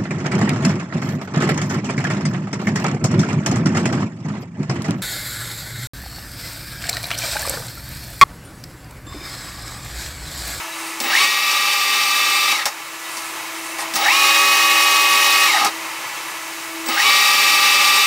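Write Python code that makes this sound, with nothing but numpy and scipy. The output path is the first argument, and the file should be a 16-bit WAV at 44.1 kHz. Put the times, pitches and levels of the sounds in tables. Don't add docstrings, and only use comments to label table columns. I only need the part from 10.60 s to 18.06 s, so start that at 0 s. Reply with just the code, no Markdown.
import sys
import numpy as np
from scipy import signal
from scipy.fft import rfft, irfft
from scipy.io import wavfile
from scipy.ndimage import uniform_filter1d

SR = 44100
rng = np.random.default_rng(int(sys.argv[2]) if len(sys.argv) > 2 else 0)


def convert_level_to_amplitude(level_db):
    exponent = np.asarray(level_db, float) / 20
    return 10 ** exponent


def dump_mix(stems):
    frames = np.atleast_2d(stems).T
    limited = np.clip(frames, -1, 1)
    pcm = np.round(limited * 32767).astype(np.int16)
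    wavfile.write(sys.argv[1], SR, pcm)


N = 328986
TIME = np.arange(N) / SR
BINS_HZ = np.maximum(np.fft.rfftfreq(N, 1 / SR), 1)
KNEE_S = 0.2

# (centre [Hz], width [Hz], height over the broad colour [dB])
HEADSTOCK = [(249, 28, 18), (407, 7.4, 13), (566, 20, 13.5), (820, 34, 19), (1040, 40, 7.5),
             (1254, 43, 14.5), (1655, 140, 6.5), (1894, 20, 17), (2180, 144, 11), (2500, 46, 2.5),
             (2668, 123, 9.5), (2940, 75, 0.5), (3570, 81, 6.5), (3844, 28, 10), (4600, 220, 4),
             (5480, 420, 4)]
# (switched on [s], switched off [s], halted by the brake [s])
FORWARD_ON_OFF = [
    (.4, 1.92, 2.045),
    (6.249, 7.6, 7.8),
]
# (switched on [s], switched off [s], halted by the brake [s])
REVERSE_ON_OFF = [
    (3.327, 4.872, 5.09),
]


def rms_one(x):
    return x / np.sqrt(np.mean(x ** 2) + 1e-20)


def at_hz(points, hz):
    points = np.array(points)
    return np.interp(np.log(hz), np.log(points[:, 0]), points[:, 1])


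def resonance_gain(modes, hz):
    power = 1
    for centre, width, db in modes:
        power = power + (convert_level_to_amplitude(db) ** 2 - 1) / (1 + (2 * (hz - centre) / width) ** 2)
    return np.sqrt(np.maximum(power, 0.05))


def drift(rate):
    r = np.exp(-80 * np.pi * rate / SR)
    noise = rng.standard_normal(N // 40 + 2002)
    slow = signal.lfilter([1], [1, -2 * r, r * r], noise)[2000:]
    return np.interp(np.arange(N) / 40, np.arange(len(slow)), rms_one(slow))


def coloured(x, colour, modes, low_hz, high_hz):
    edges = 1 / np.sqrt((1 + (low_hz / BINS_HZ) ** 6) * (1 + (BINS_HZ / high_hz) ** 6))
    gain = convert_level_to_amplitude(at_hz(colour, BINS_HZ)) * resonance_gain(modes, BINS_HZ) * edges
    return rms_one(irfft(rfft(x) * gain, N))


def rough_tone(hz, rough, rate):
    turn = np.exp(2j * np.pi * (np.cumsum(hz * np.ones(N)) / SR + rng.random()))
    waver = 1 + rough * (drift(rate) + 1j * drift(rate))
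    return np.real(turn * waver) * np.sqrt(2 / (1 + 2 * rough ** 2))


def echoes(t60):
    cluster = rng.standard_normal(N) * convert_level_to_amplitude(-60 * TIME / t60)
    return rfft(cluster / np.sqrt(np.sum(cluster ** 2)))


def spindle(on_off):
    # (share still missing at the knee, time constant [s])
    creeps = [
        (.033, .045),
        (.013, .3),
    ]
    # (time since switch-off [s], share of speed left)
    run_down = [(0, 1), (.035, .84), (.06, .77), (.11, .6), (.17, .3)]
    start_share, full_share, pull_bend = 0.1, 1.001, 1.2
    speed, since, coasting = np.zeros((3, N))
    knee_share = full_share - sum(missing for missing, tau in creeps)
    for on, off, halt in on_off:
        age = np.maximum(TIME - on, 0)
        pull = start_share + (knee_share - start_share) * (age / KNEE_S) ** pull_bend
        creep = full_share - sum(missing * np.exp(-(age - KNEE_S) / tau) for missing, tau in creeps)
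        slowing = np.interp(TIME - off, *np.transpose(run_down))
        share = np.where(age < KNEE_S, pull, creep) * slowing
        turning = (TIME >= on) & (TIME < halt)
        speed[turning] = share[turning]
        since[turning] = age[turning]
        coasting[turning] = np.maximum(TIME - off, 0)[turning]
    return speed, since, coasting


def engaged(since):
    play_s, halt_s = 0.031, 0.025
    return uniform_filter1d(1.0 * (since > play_s), size=max(int(halt_s * SR), 1))


def whine(on_off, full_db, surge_db, mesh, pull, mirror):
    # (centre [Hz], width [Hz], height [dB])
    tooth_rings = [(1625, 90, 6), (2885, 70, 7), (8322, 24, 8), (9640, 120, 2)]
    load_follows, coast_db_per_s = 1.26, 130
    surge_s, carrier_hz = 0.052, 16000
    speed, since, coasting = spindle(on_off)
    load_db = full_db + load_follows * 20 * np.log10(speed + 1e-3) - coast_db_per_s * coasting
    load_db = load_db + surge_db * np.exp(-((since - KNEE_S - 0.03) / surge_s) ** 2)
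    grid_hz = np.arange(0, SR / 2, 4)
    body = resonance_gain(HEADSTOCK + tooth_rings, grid_hz)

    changing = np.clip((0.992 - speed) / 0.03, 0, 1) * np.clip((speed - 0.5) / 0.12, 0, 1)
    changing *= np.where(np.gradient(speed) < 0, 0.55, 1)
    slack = convert_level_to_amplitude(-11 * np.clip((0.97 - speed) / 0.07, 0, 1))
    steady = slack * engaged(since) * convert_level_to_amplitude(load_db)
    out = 0
    for lines, contact, rough, rate in [(mesh, steady, 0.2, 28), (pull, changing, 0.6, 70)]:
        for hz, db in lines:
            swell = np.interp(hz * speed, grid_hz, body) / np.interp(hz, grid_hz, body)
            roughness = rough * max(1, hz / 2600) ** 1.5
            out = out + convert_level_to_amplitude(db) * contact * swell * rough_tone(hz * speed, roughness, rate)

    settled = np.clip((speed - 0.96) / 0.035, 0, 1)
    for hz, db in mirror:
        mirrored_hz = carrier_hz - (carrier_hz - hz) * speed
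        out = out + convert_level_to_amplitude(db + load_db) * settled * rough_tone(mirrored_hz, rough=0.25, rate=5)
    return out


def roar():
    # (frequency [Hz], level [dB per Hz])
    roar_colour = [(15, -68), (25, -26), (184, -37), (324, -18), (472, -20.5), (570, -14.5), (727, -20.5),
                   (1180, -4.5), (1430, -12), (2580, -4.5), (3290, -5), (4670, -4.5), (15700, -15)]
    # (level at full speed [dB], rise [dB per dB of speed], the same coasting)
    forward_roar = [
        (-31.5, 0.6, 0.9),
        (-17.5, 0.5, 1.4),
        (-19.5, 1.46, 2.1),
    ]
    reverse_roar = [
        (-35.5, 0.14, -1),
        (-17.5, 0.64, 0.43),
        (-21, 1, 0.52),
    ]
    sizes = convert_level_to_amplitude(1.7 * np.minimum(rng.exponential(1, N), 5))
    hit = rng.random(N) < 6000 / SR
    contacts = rng.standard_normal(N) * np.where(hit, sizes, 0.8)
    contacts = irfft(rfft(contacts) * (1 + 0.55 * echoes(0.15)), N)
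    gains = np.zeros((3, N))
    for on_off, laws in [(FORWARD_ON_OFF, forward_roar), (REVERSE_ON_OFF, reverse_roar)]:
        speed, since, coasting = spindle(on_off)
        speed_db = uniform_filter1d(20 * np.log10(np.where(speed > 0, speed, 0.5)), size=200)
        touch = engaged(since)
        for gain, (db, rising, falling) in zip(gains, laws):
            gain += touch * convert_level_to_amplitude(db + np.where(coasting > 0, falling, rising) * speed_db)
    flutter, out = drift(28), 0
    bands = [(10, 900), (900, 3500), (3500, 20000)]
    for level, (low, high), share_db in zip(gains, bands, [-1.1, -3.5, -0.6]):
        gain = level * convert_level_to_amplitude(share_db + 0.65 * flutter + 0.5 * drift(22))
        out = out + gain * coloured(contacts, roar_colour, HEADSTOCK, low, high)
    return out


def knock(on_off, rings):
    speed, since, coasting = spindle(on_off)
    slowing = coasting > 0
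    loose = engaged(since) * np.clip((np.where(slowing, 0.86, 0.97) - speed) / 0.24, 0, 1)
    out = 0
    for hz, start_db, stop_db in rings:
        level = convert_level_to_amplitude(np.where(slowing, stop_db, start_db))
        out = out + loose * level * rough_tone(hz, rough=2.8, rate=46)
    return out


def drive():
    # (pitch [Hz], level [dB rms], roughness, time to die 60 dB [s])
    drive_song = [
        (8000, -31, .31, 0.28),
        (15650, -28, 1.5, 0.83),
    ]
    delay_s = 0.019
    since = spindle(FORWARD_ON_OFF)[1] + spindle(REVERSE_ON_OFF)[1]
    rise = np.clip(since / delay_s, 0, 1) ** 2
    out = 0
    for hz, db, rough, t60 in drive_song:
        out = out + rise * convert_level_to_amplitude(db - 60 * since / t60) * rough_tone(hz, rough, rate=120)
    return out


def clacks():
    # (time [s], peak [dB], ring over the bright part [dB], thump over the bright part [dB])
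    clack_events = [(0.402, -7.5, -13, -16.5), (0.4394, -19, -18, -11), (1.919, -14, 4, -22),
                    (2.0554, 0.6, -3, -32), (2.57, -14.5, -16, -25), (3.185, -17, 3, -31),
                    (3.2144, -20, 4, -28), (3.338, -10, -13, -22), (3.3557, -3.5, -13, -30),
                    (5.0473, -3, 0, -21), (6.212, -26, -5, -25), (6.2606, -17.5, -4, -12),
                    (6.2866, -11.5, -5, -17)]
    # (frequency [Hz], level [dB per Hz])
    clack_colour = [(59, -51), (100, -23), (1240, -3.5), (3010, -11.5), (5340, -5), (15700, -17.5)]
    t60_s, rattle_s, build_s, crack_s = 0.13, 0.012, 0.0071, 0.0025
    bands = [(2500, 20000), (450, 2500), (120, 450)]
    bright, ring, thump = [coloured(rng.standard_normal(N), clack_colour, HEADSTOCK, *band) for band in bands]
    out = np.zeros(N)
    for s, db, ring_db, thump_db in clack_events:
        age = np.maximum(TIME - s, 0)
        tail = (age > 0) * convert_level_to_amplitude(db - 17.5 - 60 * np.maximum(age - rattle_s, 0) / t60_s)
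        late = np.minimum(age / build_s, 1)
        crack = 1 + 1.8 * np.exp(-age / crack_s)
        body = convert_level_to_amplitude(ring_db + 4.5) * ring + convert_level_to_amplitude(thump_db + 11.5) * thump
        out += tail * (bright * crack + late * body)
    return out


def swarf():
    # (start [s], length [s], ticks per second, tick level [dB], rustle level [dB])
    pulls = [
        (.06, 0.37, 110, -48, -38),
        (2.33, 0.55, 180, -47, -39.5),
        (2.9, .3, 60, -48, -40),
        (3.168, .09, 250, -40, -32.5),
    ]
    # (frequency [Hz], level [dB per Hz])
    rustle_colour = [(4000, -10), (9000, 16), (16000, -8)]
    start, length, per_s, tick_db, rustle_db = np.transpose(pulls)[:, :, None]
    pull = np.sin(np.pi * np.clip((TIME - start) / length, 0, 1)) ** 2
    hit = rng.random(N) < np.sum(per_s * pull, axis=0) / SR
    ticks = hit * convert_level_to_amplitude(3 * np.minimum(rng.exponential(1, N), 3)) + 1e-18
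    curl, ringing = rng.integers(0, 10, N), 0
    for k, hz in enumerate(np.geomspace(3600, 10500, 10)):
        r = convert_level_to_amplitude(-60 * hz / (90 * SR))
        w = 2 * np.pi * hz / SR
        ringing = ringing + signal.lfilter([0, np.sin(w)], [1, -2 * r * np.cos(w), r * r], ticks * (curl == k))
    rustle = coloured(rng.standard_normal(N), rustle_colour, [], 4500, 22000) * convert_level_to_amplitude(1.2 * drift(25))
    tick_gain = np.sum(convert_level_to_amplitude(tick_db + 10) * np.sqrt(pull), axis=0)
    rustle_gain = np.sum(convert_level_to_amplitude(rustle_db) * pull, axis=0)
    return tick_gain * ringing + rustle_gain * rustle


def squeaks():
    # (start [s], length [s], pitch [Hz], level [dB rms])
    rubs = [
        (0.11, .07, 3900, -35),
        (2.43, .07, 3750, -40.5),
        (3.203, .05, 3750, -37),
    ]
    out = 0
    for s, length, hz, db in rubs:
        swell = np.sin(np.pi * np.clip((TIME - s) / length, 0, 1))
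        out = out + convert_level_to_amplitude(db) * swell * rough_tone(hz, rough=0.8, rate=40)
    return out


def idle():
    # (frequency [Hz], level [dB per Hz])
    fan_colour = [(15, -85), (25, -48), (137, -17.5), (254, -25), (324, -8), (424, -16), (652, -12.5),
                  (707, -14.5), (1180, -4.5), (1590, -10.5), (2580, -10), (3470, -15), (15700, -25.5)]
    # (centre [Hz], width [Hz], height over the broad colour [dB])
    housing = [(856, 123, 7.5), (1010, 89, 5.5), (1150, 70, -2), (1290, 20, -3), (1457, 25, 2.5),
               (1717, 33, 9.5), (1970, 97, 6.5), (2213, 110, 8.5), (2510, 28, 4), (2690, 30, 8),
               (3070, 22, 7), (3850, 80, 4.5), (6050, 32, 0)]
    # (pitch [Hz], level [dB rms])
    idle_tones = [(1168, -48), (1308, -46), (1728, -50), (1970, -47), (2492, -49), (2670, -49), (2955, -52),
                  (4581, -57), (6105, -53), (7628, -55), (9157, -55)]
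    pump_db = [-45.5, -58.5]
    # (start [s], length [s], first tone gains [dB], second tone gains [dB])
    strains = [(0.028, 0.11, -1, 16), (0.173, 0.34, 6, .3), (2.3, .62, 1, 7), (2.916, 0.65, 4.5, 13.5),
               (3.54, 1.7, 2.5, 13), (5.752, 0.4, 0, 9.5), (6.122, 0.24, 12.5, 11.5), (6.37, 1.3, -1, -2)]
    pump_hz, strain_edge_s, fan_db, hiss_db = 327.4, 0.066, -34, -39.5
    strain_db = 0
    for s, length, *gains_db in strains:
        strain_db = strain_db + np.outer(gains_db, (TIME >= s) & (TIME < s + length))
    strain_db = uniform_filter1d(strain_db, size=int(strain_edge_s * SR) + 1)
    first_db, second_db = np.c_[pump_db] + strain_db
    pump = convert_level_to_amplitude(first_db) * rough_tone(pump_hz, rough=0.32, rate=1.6)
    pump = pump + convert_level_to_amplitude(second_db) * rough_tone(2 * pump_hz, rough=0.2, rate=3.8)
    white = rng.standard_normal(N)
    air = coloured(white, fan_colour, housing, 10, 6000) * convert_level_to_amplitude(3.0 + 1.2 * drift(3.9))
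    hiss = coloured(white, fan_colour, housing, 6000, 22000)
    tones = sum(convert_level_to_amplitude(db + 34.5) * rough_tone(hz, rough=0.6, rate=9) for hz, db in idle_tones)
    return convert_level_to_amplitude(fan_db) * (air + tones) + convert_level_to_amplitude(hiss_db + 2.6) * hiss + pump


def scene():
    # (pitch [Hz], level [dB rms])
    forward_mesh = [(425.3, -52.5), (574.0, -54.5), (806.1, -43), (851.2, -52.5), (1033.6, -49),
                    (1181.0, -27), (1702.5, -51), (1915.1, -34.5), (2361.9, -28), (2509.3, -40),
                    (2612.9, -26.5), (2868.6, -35), (2972.3, -64), (3090.7, -40), (3542.9, -31.5),
                    (3845.7, -40.5), (4298.6, -57), (4576.5, -40), (4651.2, -34), (4798.5, -37),
                    (5019.9, -51), (5461.4, -57), (7529.9, -65), (8316.5, -38), (9965.8, -63),
                    (10039.2, -57)]
    reverse_mesh = [(409.8, -42), (568.6, -38.5), (797.4, -37), (845.9, -38.5), (921.9, -37),
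                    (1137.2, -21.5), (1279.2, -31.5), (1705.8, -38), (1843.8, -29.5), (1895.6, -33),
                    (2048.3, -53), (2132.5, -35), (2516.0, -20.5), (2861.9, -27), (2893.5, -40),
                    (2976.3, -35.5), (3411.7, -36), (4548.9, -59), (4832.9, -48), (6254.0, -38.5),
                    (6822.7, -49), (7248.6, -38.5), (7391.3, -42), (8008.3, -42), (9665.7, -36.5),
                    (9697.3, -37)]
    # (pitch [Hz], level [dB rms])
    forward_pull = [(2612.9, -19), (3090.7, -32.5)]
    reverse_pull = [(1137.2, -30), (2516.0, -21.5), (2976.3, -24)]
    # (pitch [Hz], level [dB rms])
    forward_mirror = [(12192.7, -48), (12670.4, -43), (14105.1, -42), (14805.6, -42), (15049.8, -54),
                      (15284.0, -53), (15402.5, -51), (15522.2, -53)]
    reverse_mirror = [(12334.6, -49), (12794.2, -42), (13489.4, -45), (13715.5, -41), (14175.1, -36),
                      (14850.0, -43), (15196.5, -47), (15310.3, -40), (15540.4, -50), (15656.8, -53)]
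    # (pitch [Hz], level starting [dB rms], level coasting [dB rms])
    forward_knock = [(813, -33, -37), (1253, -39, -26), (1904, -40, -28)]
    reverse_knock = [(812, -25, -25), (1250, -30, -26)]
    # (frequency [Hz], left minus right [dB])
    tilt_points = [(60, 0), (200, .3), (380, .6), (700, -.2), (2380, .1), (8120, -.4), (15000, -.2)]
    # (frequency [Hz], side minus centre [dB])
    width_points = [(60, -33), (110, -32), (200, -22), (380, -20), (700, -25), (1290, -20), (2380, -20),
                    (4400, -21), (8120, -22), (15000, -23)]
    forward = whine(FORWARD_ON_OFF, 4, 3.5, forward_mesh, forward_pull, forward_mirror)
    reverse = whine(REVERSE_ON_OFF, 0.3, -3.5, reverse_mesh, reverse_pull, reverse_mirror)
    mid = forward + reverse + roar() + drive() + clacks() + swarf() + squeaks() + idle()
    mid = mid + knock(FORWARD_ON_OFF, forward_knock) + knock(REVERSE_ON_OFF, reverse_knock)
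    tilt = np.tanh(at_hz(tilt_points, BINS_HZ) * np.log(10) / 40)
    spread = echoes(0.12) * convert_level_to_amplitude(at_hz(width_points, BINS_HZ) - 0.5)
    side = irfft(rfft(mid) * (tilt + spread), N)
    ahead, back = spindle(FORWARD_ON_OFF)[0], spindle(REVERSE_ON_OFF)[0]
    lean_db = 1 * (1 - ahead - back) + 1.2 * ahead - 0.5 * back
    lean = convert_level_to_amplitude(lean_db / 2)
    return np.array([(mid + side) * lean, (mid - side) / lean])


def coarse_side(pair):
    # (frequency [Hz], level under the centre [dB])
    side_step = [(200, -15), (1500, -12.5), (3500, -11.5), (6000, -9), (12000, -7.5)]
    centre = pair[0] + pair[1]
    mid, side = signal.stft([centre, pair[0] - pair[1]], nperseg=2048)[2]
    step_db = at_hz(side_step, np.linspace(1, SR / 2, len(mid)))
    nearby = np.sqrt(uniform_filter1d(np.abs(mid) ** 2, size=48, axis=0))
    step = convert_level_to_amplitude(step_db)[:, None] * nearby + 1e-12
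    stepped = step * np.round(np.abs(side) / step - 0.1) * np.exp(1j * np.angle(side))
    side = signal.istft(stepped, nperseg=2048)[1][:N]
    return (centre + side * [[1], [-1]]) / 2


def top_cut(x):
    return signal.sosfilt(signal.butter(12, 17080, fs=SR, output="sos"), x)


def record(dry):
    duck_at_s, duck_s, duck_db = 0.646, 0.025, -5
    loud_db_per_s, quiet_db_per_s, quiet_from_s = 1.5, 7, 2.25
    fade_s, fade_db = 0.048, -2
    after = TIME - duck_at_s
    regained_db = loud_db_per_s * after + quiet_db_per_s * np.maximum(TIME - quiet_from_s, 0)
    gain_db = np.clip(after / duck_s, 0, 1) * np.minimum(duck_db + regained_db, 0)
    gain_db = gain_db + fade_db * np.clip(1 - (TIME[-1] - TIME) / fade_s, 0, 1)
    rounded = 0.97 * np.tanh(dry * convert_level_to_amplitude(gain_db) / 0.93)
    steep = signal.ellip(12, 0.3, 70, 15730, fs=SR, output="sos")
    mix = signal.sosfilt(steep, coarse_side(rounded))
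    return top_cut(mix)


dry = scene()
out = record(dry)
dump_mix(out)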